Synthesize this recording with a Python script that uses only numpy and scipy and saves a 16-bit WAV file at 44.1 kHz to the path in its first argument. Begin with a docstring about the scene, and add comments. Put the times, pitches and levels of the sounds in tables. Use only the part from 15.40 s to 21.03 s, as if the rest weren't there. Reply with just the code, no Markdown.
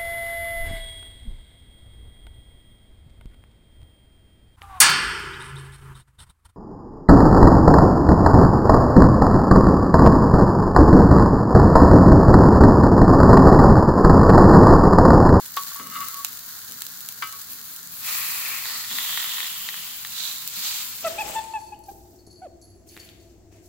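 """Peppers on the griddle

Peppers and a patty fry in oil on an iron griddle, up close in a small kitchen; tiny bursting
bubbles make the sizzle. Steel tongs knock and scrape the iron, and food bumps the heavy plate.
A pepper is turned and pressed down: its wet side flares into a loud sizzle, steam rushes
out from under it and drops of oil spit."""
import sys
import numpy as np
from scipy import signal
from scipy.fft import rfft, irfft
from scipy.io import wavfile
from scipy.ndimage import uniform_filter1d

SR = 44100
rng = np.random.default_rng(int(sys.argv[2]) if len(sys.argv) > 2 else 0)


def persist_wave(psi):
    """Save psi, clipped to +-1, as 16-bit WAV."""
    counts = np.round(np.clip(psi, -1, 1) * 32767).astype(np.int16)
    wavfile.write(sys.argv[1], SR, np.atleast_2d(counts).T)


N = 248283
TIME = np.arange(N) / SR

# Levels in the tables are relative: each layer sets its own gain.
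RUMBLE_EQ = [(15, -52), (25, -31), (54, -8.5), (72, -3), (86, -9), (113, -1.5), (179, -0.5), (205, 1),
             (243, -0.5), (334, -7), (374, -3), (412, -13), (442, -17), (487, -11), (700, -5.5),
             (910, -14.5), (1540, -120)]  # low room tone: f/Hz, level/dB
DRONE_BANDS = [(94, 20.6, -67), (138.5, 9.6, -68.5), (176.2, 12, -66.5), (244.3, 9.4, -70), (446, 24, -73)]  # kitchen drone: f/Hz, width/Hz, level/dB
SIMMER_EQ = [(240, -63), (400, -34), (439, -21), (579, -49), (685, -17), (740, -17.5), (1090, -8),
             (1550, -3.5), (2530, -15.5), (4410, -1.5), (5300, -6.5), (7100, -2), (8670, -10), (13500, -1),
             (15800, 0)]  # oil simmering all over the plate: f/Hz, level/dB
STIRS = [(0.146, 0.16, -37), (0.517, 0.26, -40.5), (1.016, 0.35, -45.5), (1.76, 0.26, -45.5)]  # tongs push food through fresh oil: t/s, length/s, level/dB
# oil spits and, at 0.167 s, the tongs' first light tick on the iron, just before their knock:
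# t/s, snap/dB, body/dB, left-right/dB
SPITS_AND_TICK = [(0.0577, -24, -27, -8), (0.167, -12, -18, -3), (0.235, -14.5, -27, 3),
                  (0.6058, -14, -15, 0), (.6854, -14, -22, 9), (0.7434, -15, -29, -7),
                  (0.8477, -2, -3.5, -1.5), (1.3213, -18, -20, 0.5), (1.4202, -9.5, -11, -3),
                  (1.4666, -15.5, -21, -7), (1.6883, -11.5, -17, 2), (5.0761, -9, -24, -6)]
POPS = [(3.5861, -3.5, -23, 1), (3.775, -4, -18, -1), (3.8437, -7.5, -23, -1), (3.9829, -6, -23, -8),
        (4.0045, -5, -20, 6), (4.2889, -6.5, -21, -1), (4.3424, -11.5, -23, 6), (4.6494, -12, -21, -4)]  # steam pockets under the pressed pepper: t/s, body/dB, snap/dB, left-right/dB
SNAP_EQ = [(100, -72), (500, -48), (2300, -6), (3900, -1.5), (5500, -2.5), (7300, 2), (9000, -3.5),
           (12000, 2), (15500, 3.5)]  # bright attack of a spit, tick or pop: f/Hz, level/dB
BODY_EQ = [(40, -24), (200, -20.5), (450, -26), (850, -2), (1500, 2.5), (2600, 3), (3900, 9.5), (5300, -14),
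           (10000, -13), (16000, -50)]  # body of a spit, tick or pop: f/Hz, level/dB
POCKET_MODES = [(1090, 310, -8), (1880, 190, 3.5), (3980, 370, -14)]  # the hollow under the pepper: f/Hz, width/Hz, level/dB
TONG_MODES = [(1123, 0, .17), (1235, -10, .18), (1281, -4, .3), (1355, -7, .18), (1560, 0, .11),
              (1830, -9, .1), (2051, -7, .16), (2299, -4, .14), (2590, -18, .2), (2810, -15, .15),
              (2929, -13, .4), (3280, -16, .15), (3650, -13, .12), (4220, -18, .17), (4888, -16, .18)]  # the two steel arms: f/Hz, level/dB, t60/s at damping 1
# tongs striking iron: t/s, level/dB, upper modes/dB, clatter/dB, grip damping/factor
KNOCKS = [(0.1702, -19.5, -23, -3.5, 1.07), (0.3153, -42.5, -12, 6.5, 1.8), (.358, -37, -29, -5, 0.88),
          (0.3966, -30.5, -8.5, -11, 2), (1.8226, -29.5, 3, 3, 1), (1.931, -39, -7, -17, 0.76)]
CLATTER_EQ = [(60, -53), (300, -4.5), (700, -5), (1100, 12.5), (2300, -4.5), (3300, 5.5), (5000, -5),
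              (7000, -8), (12000, -27)]  # steel clattering on iron: f/Hz, level/dB
SCRAPES = [(0.356, 0.055, 0.13, -45.5), (0.505, 0.036, 0.12, -36)]  # the tips shove under the pepper: t/s, rise/s, length/s, level/dB
SQUEALS = [(0.376, .025, .03, -43), (0.548, .05, 0.083, -36.5), (0.692, .1, .11, -38.5)]  # the tips catch: t/s, rise/s, length/s, level/dB
SCRAPE_EQ = [(400, -13), (900, -33), (1130, 2), (1330, -0.5), (1560, -12), (2050, 0), (2350, -15),
             (2800, 3), (3000, -7), (3700, 0), (8000, -12)]  # steel chattering over iron: f/Hz, level/dB
BUMPS = [(0.399, -35.5, 0.65), (.55, -47, 0.86), (1.29, -46, 0.42), (2.09, -46.5, 0.49),
         (3.509, -40.5, 0.5), (5.168, -47, 0.39)]  # food bumping the plate: t/s, level/dB, t60/s
PLATE_MODES = [(187, 34, 0.5), (252, 16, 5), (322, 280, -16), (490, 8.3, -28)]  # boom of the iron plate: f/Hz, width/Hz, level/dB
TOUCHES = [(1.946, 0.032, -44), (2.08, .05, -38), (2.23, 0.12, -41.5), (2.503, 0.1, -38)]  # the turned pepper settles on its wet side: t/s, length/s, fizz/dB
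# the tongs press the pepper and steam escapes through a gap at its rim: t/s, rise/s, length/s,
# fizz/dB, boil/dB, gap f/Hz, gap width/Hz, gap/dB, hollow/dB, hiss/dB, left-right/dB
PRESSES = [(2.607, 0.074, 0.41, -28, -39, 2500, 496, -40.5, -41.5, -56, 0.5),
           (2.996, .12, .16, -36.5, -43.5, 2425, 796, -37.5, -44, -58, 0.5),
           (3.21, 0.074, 0.19, -38, -43, 4500, 1100, -40.5, -44, -64, -5),
           (3.461, .07, 0.58, -33, -41.5, 3580, 700, -38.5, -52, -54, -5),
           (3.547, 0.13, 0.97, -34, -45, 3230, 930, -38, -47.5, -60, -4),
           (4.678, 0.12, 0.22, -36, -43.5, 3900, 990, -37, -54.5, -45.5, -14),
           (5.085, 0.16, 0.27, -33, -39, 3730, 1610, -40, -66, -43, -4)]
FIZZ_EQ = [(3000, -44), (7000, -29), (9000, -10.5), (10500, -4), (13000, 0), (15500, 0.5)]  # fine bubbles on the wet side: f/Hz, level/dB
BOIL_EQ = [(60, -85), (300, -33), (550, -26.5), (800, -7), (1050, -2), (1450, -2.5), (1900, -2.5),
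           (2400, 2), (3200, 3), (4350, 7.5), (5400, 2.5), (6400, 3), (7400, 7.5), (8800, -2.5),
           (12000, -24)]  # coarser bubbling: f/Hz, level/dB
HOLLOW_MODES = [(1212, 516, -0.5), (1934, 370, 2)]  # steam inside the pepper: f/Hz, width/Hz, level/dB
WHISTLES = [(5.145, .18, 4780, 45, -46.5, -9)]  # steam in a pinhole: t/s, length/s, f/Hz, width/Hz, level/dB, left-right/dB
ROOM_DECAY = [(200, 0.4), (1000, 0.27), (4000, 0.32), (15000, 0.12)]  # kitchen reverb: f/Hz, t60/s
PORT_BALANCE = [(60, -2), (400, -2), (800, 2), (1350, 4.5), (1900, 2), (2600, 3.5), (4000, -1.5),
                (7000, -1.5), (9000, 2), (11500, -1), (15000, 5)]  # stereo colour of the microphone ports: f/Hz, left-right/dB

TOUCH_RISE_S, TOUCH_FALL_DB_PER_S = 0.023, 200
PRESS_SAG_DB_PER_S = 9  # the water under the pepper runs out


def amp(db):
    """Decibels to gain."""
    return 10 ** (np.asarray(db) / 20)


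def unit(x):
    """Scales a stereo pair so that its mono mix has rms 1."""
    return x / np.sqrt(np.mean(x.mean(0) ** 2) + 1e-20)


def read(points, hz):
    """Reads a curve on a logarithmic frequency axis."""
    f, value = np.transpose(points)
    return np.interp(np.log(hz + 1), np.log(f), value)


def pan(db):
    """Left and right gains for a level difference."""
    return amp(np.array([[db], [-db]]) / 2)


def add(mix, s, sound):
    """Mixes a sound in at time s."""
    part = mix[:, round(s * SR):][:, :sound.shape[1]]
    part += sound[:, :part.shape[1]]


def eq(x, points, size=8192):
    """Minimum-phase EQ, so that clicks keep a sharp attack."""
    hz = abs(np.fft.fftfreq(size, 1 / SR))
    log_gain = np.log(amp(read(points, hz)))
    response = np.exp(np.conj(signal.hilbert(log_gain)))
    taps = np.fft.ifft(response).real[:size // 2]
    return signal.oaconvolve(x, taps[None], axes=1)[:, :x.shape[1]]


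def resonate(x, hz, width):
    """A resonance with a peak gain near 1."""
    r = np.exp(-np.pi * width / SR)
    return 2 * signal.lfilter([1 - r], [1, -r * np.exp(2j * np.pi * hz / SR)], x).real


def noise(spread, size=N):
    """Centred noise plus a separate share on each side."""
    z = rng.standard_normal((3, size))
    return z[0] + spread * z[1:]


def swell(start, rise, length, fall_db_per_s, sag_db_per_s=0):
    """An envelope that rises, holds with a sag until its length is over, then dies away."""
    t = TIME - start
    sag_db = sag_db_per_s * np.maximum(t - rise, 0)
    fall_db = fall_db_per_s * np.maximum(t - length, 0)
    return np.clip(t / rise, 0, 1) * amp(-sag_db - fall_db)


def power_sum(gains):
    """Unrelated sounds add in power."""
    return np.sqrt(sum(gain ** 2 for gain in gains))


def sputter(depth_db, fastest_hz, count=24):
    """A factor that wavers around 1 in slow and fast random surges."""
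    hz = np.geomspace(fastest_hz / 10, fastest_hz, count)[:, None]
    t = TIME[::64]
    wave = np.sin(2 * np.pi * (hz * t + rng.random((count, 1)))).sum(0)
    return amp(depth_db * np.interp(TIME, t, wave / wave.std()))


def kitchen():
    """Room tone: a low rumble with a few droning resonances."""
    air = noise(0.37)
    drone = sum(amp(db) * unit(resonate(resonate(air, hz, width), hz, width))
                for hz, width, db in DRONE_BANDS)
    return amp(-63.5) * unit(eq(noise(1.0), RUMBLE_EQ)) + drone


def bubbles(per_s, spread_db, top_db):
    """Clicks of bursting bubbles, mostly tiny; each has its own delay and level between the sides."""
    size_db = np.minimum(spread_db * rng.exponential(1, N), top_db)
    clicks = amp(size_db) * rng.choice([-1, 1], N) * (rng.random(N) < per_s / SR)
    side = amp(3 * rng.standard_normal(N))
    right_arrival = (np.arange(N) + rng.integers(-5, 6, N)) % N
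    return np.array([clicks * side, np.bincount(right_arrival, clicks / side, N)])


def simmer(drying_db_per_s=0.91):
    """Tiny oil bubbles and sparse pitched crackles swell with each stir and slowly die down."""
    bed = unit(eq(bubbles(9000, 2.1, 17.2), SIMMER_EQ)) * sputter(1.0, 40)
    crackle = sum(resonate(bubbles(27, 7.8, 9.8), hz, width=4300) * hz
                  for hz in np.linspace(5000, 15500, 12))
    crackle = unit(eq(crackle, SIMMER_EQ)) * sputter(0.72, 55)
    stirs = [amp(db) * swell(s, 0.043, length, fall_db_per_s=98) for s, length, db in STIRS]
    gain = power_sum([amp(-40 - drying_db_per_s * TIME), *stirs])
    return gain * (amp(1.0) * bed + amp(-6.5) * crackle)


def transient(decay_s, tail_db, tail_s, size=4096):
    """A sharp click, a brief noise burst and the scatter off plate and food; energy 1 a side."""
    t = np.arange(size) / SR
    envelope = np.exp(-t / decay_s) + amp(tail_db) * np.exp(-t / tail_s)
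    burst = rng.standard_normal((2, size)) * envelope
    burst[:, 0] = 4  # the click
    return burst / np.linalg.norm(burst, axis=1, keepdims=True)


def small_spits(per_s=11):
    """Lesser drops burst at random all over the plate; columns as in SPITS_AND_TICK."""
    when, size, side = rng.random((round(per_s * N / SR), 3)).T
    snap_db = -19.5 + 0.5 * np.log(np.maximum(size, 0.1))
    return list(zip(when * TIME[-1], snap_db, snap_db - 9, 8 * (2 * side - 1)))


def small_pops(start_s=3.22, end_s=4.1, per_s=28):
    """Lesser steam pockets pop at random under the pressed pepper; columns as in POPS."""
    when, size, side = rng.uniform(-1, 1, (round(per_s * (end_s - start_s)), 3)).T
    body_db = -15 + 4 * size
    return list(zip(np.interp(when, [-1, 1], [start_s, end_s]), body_db, body_db - 15, 6 * side))


def spits_tick_and_pops():
    """Oil spits, the tongs tick once and steam pops, each a snap and a body; pops ring the hollow."""
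    snaps, in_open, trapped = np.zeros((3, 2, N))

    def hit(bodies, s, snap_db, body_db, side_db):
        add(snaps, s, amp(snap_db) * pan(side_db) * transient(0.0009, tail_db=-15, tail_s=0.007))
        add(bodies, s, amp(body_db) * pan(side_db / 2) * transient(0.0002, tail_db=-17, tail_s=0.009))

    for s, snap_db, body_db, side_db in SPITS_AND_TICK + small_spits():
        hit(in_open, s, snap_db, body_db, side_db)
    for s, body_db, snap_db, side_db in POPS + small_pops():
        hit(trapped, s, snap_db, body_db, side_db)
    inside = eq(trapped, BODY_EQ)
    body = eq(in_open, BODY_EQ) + inside
    hollow = sum(amp(db) * resonate(inside, hz, width) for hz, width, db in POCKET_MODES)
    return amp(8) * eq(snaps, SNAP_EQ) + amp(2.5) * body + amp(5.5) * hollow


def tong_ring(upper_db, damping):
    """The steel arms ring after one blow; upper_db trims every mode above the lowest."""
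    t = np.arange(SR // 2) / SR
    phases = rng.uniform(-0.9, 0.9, (len(TONG_MODES), 2, 1))
    ring = np.zeros((2, len(t)))
    for k, (hz, db, t60) in enumerate(TONG_MODES):
        envelope = amp(db + upper_db * (k > 0) - 60 * damping * t / t60)
        ring += (-1) ** k * envelope * np.sin(2 * np.pi * hz * t + phases[k])
    return ring * (1 - np.exp(-t / 0.00027))  # the blow takes a moment to spread along the arms


def tong_knocks():
    """Steel meets iron: a short clatter and the ring of the tongs."""
    out = np.zeros((2, N))
    t = np.arange(SR // 2) / SR
    for s, db, upper_db, clatter_db, damping in KNOCKS:
        clatter = eq(noise(1.0, len(t)) * np.exp(-damping * t / 0.012), CLATTER_EQ)
        add(out, s, amp(db) * (tong_ring(upper_db, damping) + amp(clatter_db) * clatter))
    return out


def tong_scrapes(slips_per_s=130, squeal_hz=1126):
    """The tips stick and slip in uneven jerks, then lock onto the lowest mode and squeal."""
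    chatter_gain = power_sum(amp(db) * swell(s, rise, length, fall_db_per_s=109)
                             for s, rise, length, db in SCRAPES)
    squeal_gain = power_sum(amp(db) * swell(s, rise, length, fall_db_per_s=330)
                            for s, rise, length, db in SQUEALS)
    slip_count = np.floor(np.cumsum(slips_per_s * sputter(5, 150)) / SR)
    slips = np.diff(slip_count, prepend=0) * sputter(2.6, 120)
    ringing = signal.oaconvolve(slips[None], tong_ring(upper_db=0, damping=4), axes=1)[:, :N]
    chatter = unit(eq(ringing, SCRAPE_EQ))
    phase = 2 * np.pi * np.cumsum(squeal_hz * sputter(0.03, 77.8)) / SR
    squeal = np.sqrt(2) * np.sin(phase) * sputter(0.83, 84)
    return chatter_gain * chatter + squeal_gain * squeal


def plate_bumps():
    """Soft blows of food set the heavy plate booming for a moment."""
    envelope = sum(amp(db - 60 * np.maximum(TIME - s, 0) / t60) * (TIME > s) for s, db, t60 in BUMPS)
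    drive = noise(0.13)
    boom = sum(amp(db) * resonate(resonate(drive, hz, 2 * width), hz, 2 * width)
               for hz, width, db in PLATE_MODES)
    return amp(-7) * unit(boom) * uniform_filter1d(envelope, 300)  # smoothing softens the attack


def pepper_sizzle(lies_flat_s=3, fizz_fall_db_per_s=28, boil_fall_db_per_s=51):
    """The pepper's wet side boils: fine fizz over coarser bubbling, flaring at each touch and press."""
    touches = power_sum(amp(db) * swell(s, TOUCH_RISE_S, length, TOUCH_FALL_DB_PER_S)
                        for s, length, db in TOUCHES)
    resting = np.clip((TIME - lies_flat_s) / TOUCH_RISE_S, 0, 1)
    fizz_gains = [touches, amp(-40) * resting]
    boil_gains = [amp(-15.5) * touches, amp(-48.5) * resting]
    for s, rise, length, fizz_db, boil_db, *_ in PRESSES:
        fizz_gains.append(amp(fizz_db) * swell(s, rise, length, fizz_fall_db_per_s, PRESS_SAG_DB_PER_S))
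        boil_gains.append(amp(boil_db) * swell(s, rise, length, boil_fall_db_per_s, PRESS_SAG_DB_PER_S))
    fizz = unit(eq(bubbles(14000, 3.6, 11.7), FIZZ_EQ)) * sputter(0.82, 50)
    boil = unit(eq(bubbles(9000, 2.9, 8.1), BOIL_EQ)) * sputter(0.9, 50)
    return amp(0.5) * power_sum(fizz_gains) * fizz + amp(4.5) * power_sum(boil_gains) * boil


def steam(hz, width):
    """Bubbling steam through a steep resonance whose pitch may glide."""
    carrier = np.exp(2j * np.pi * np.cumsum(hz * np.ones(N)) / SR)
    r = np.exp(-np.pi * width / SR)
    baseband = signal.lfilter([1], np.poly([r, r]), bubbles(4000, 2.84, 16.0) / carrier)
    return unit((carrier * baseband).real)


def steam_jets(sink_octaves_per_s=0.053, fall_db_per_s=88):
    """Steam sounds the pepper's hollow, hisses out of a new gap at each press and whistles a pinhole."""
    out = np.zeros((2, N))
    hollow = unit(sum(amp(db) * steam(hz, width) for hz, width, db in HOLLOW_MODES))
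    hiss = steam(hz=6160, width=2900)
    for s, rise, length, _, _, hz, width, gap_db, hollow_db, hiss_db, side_db in PRESSES:
        gap_hz = hz * 2 ** (-sink_octaves_per_s * np.maximum(TIME - s, 0))  # the pepper softens
        gap = amp(gap_db) * unit(pan(side_db) * steam(gap_hz, width))
        around = pan(side_db / 2) * (amp(hollow_db) * hollow + amp(hiss_db) * hiss)
        out += (gap + around) * swell(s, rise, length, fall_db_per_s, PRESS_SAG_DB_PER_S)
    for s, length, hz, width, db, side_db in WHISTLES:
        whistle = unit(pan(side_db) * steam(hz, width))
        out += amp(db) * whistle * swell(s, TOUCH_RISE_S, length, TOUCH_FALL_DB_PER_S)
    return out * sputter(1, 40)


def room(x):
    """The small kitchen adds a short diffuse tail whose top end dies first."""
    hz, t, spectrum = signal.stft(rng.standard_normal((2, SR // 2)), SR, nperseg=256)
    decay = amp(-60 * t / read(ROOM_DECAY, hz)[:, None]) * (t > 0.004)
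    tail = signal.istft(spectrum * decay, SR, nperseg=256)[1]
    return signal.fftconvolve(x, tail / np.linalg.norm(tail[0]), axes=1)[:, :N]


def scene():
    """Griddle and tongs, each with a reverb send, over the plate's boom and the room tone."""
    griddle = simmer() + pepper_sizzle() + steam_jets() + spits_tick_and_pops()
    tongs = tong_knocks() + tong_scrapes()
    reverb = amp(-11) * room(griddle) + amp(-15) * room(tongs)
    return griddle + tongs + reverb + plate_bumps() + kitchen()


def record(dry):
    """Each microphone port colours its own side; a steep high cut trims the top."""
    side_db = read(PORT_BALANCE, np.fft.rfftfreq(N, 1 / SR))
    coloured = irfft(rfft(dry) * amp(np.array([side_db, -side_db]) / 2), N)
    high_cut = signal.firwin(401, cutoff=15850, window=("kaiser", 9), fs=SR)
    return signal.oaconvolve(coloured, high_cut[None], "same")


dry = scene()
out = record(dry)
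persist_wave(out)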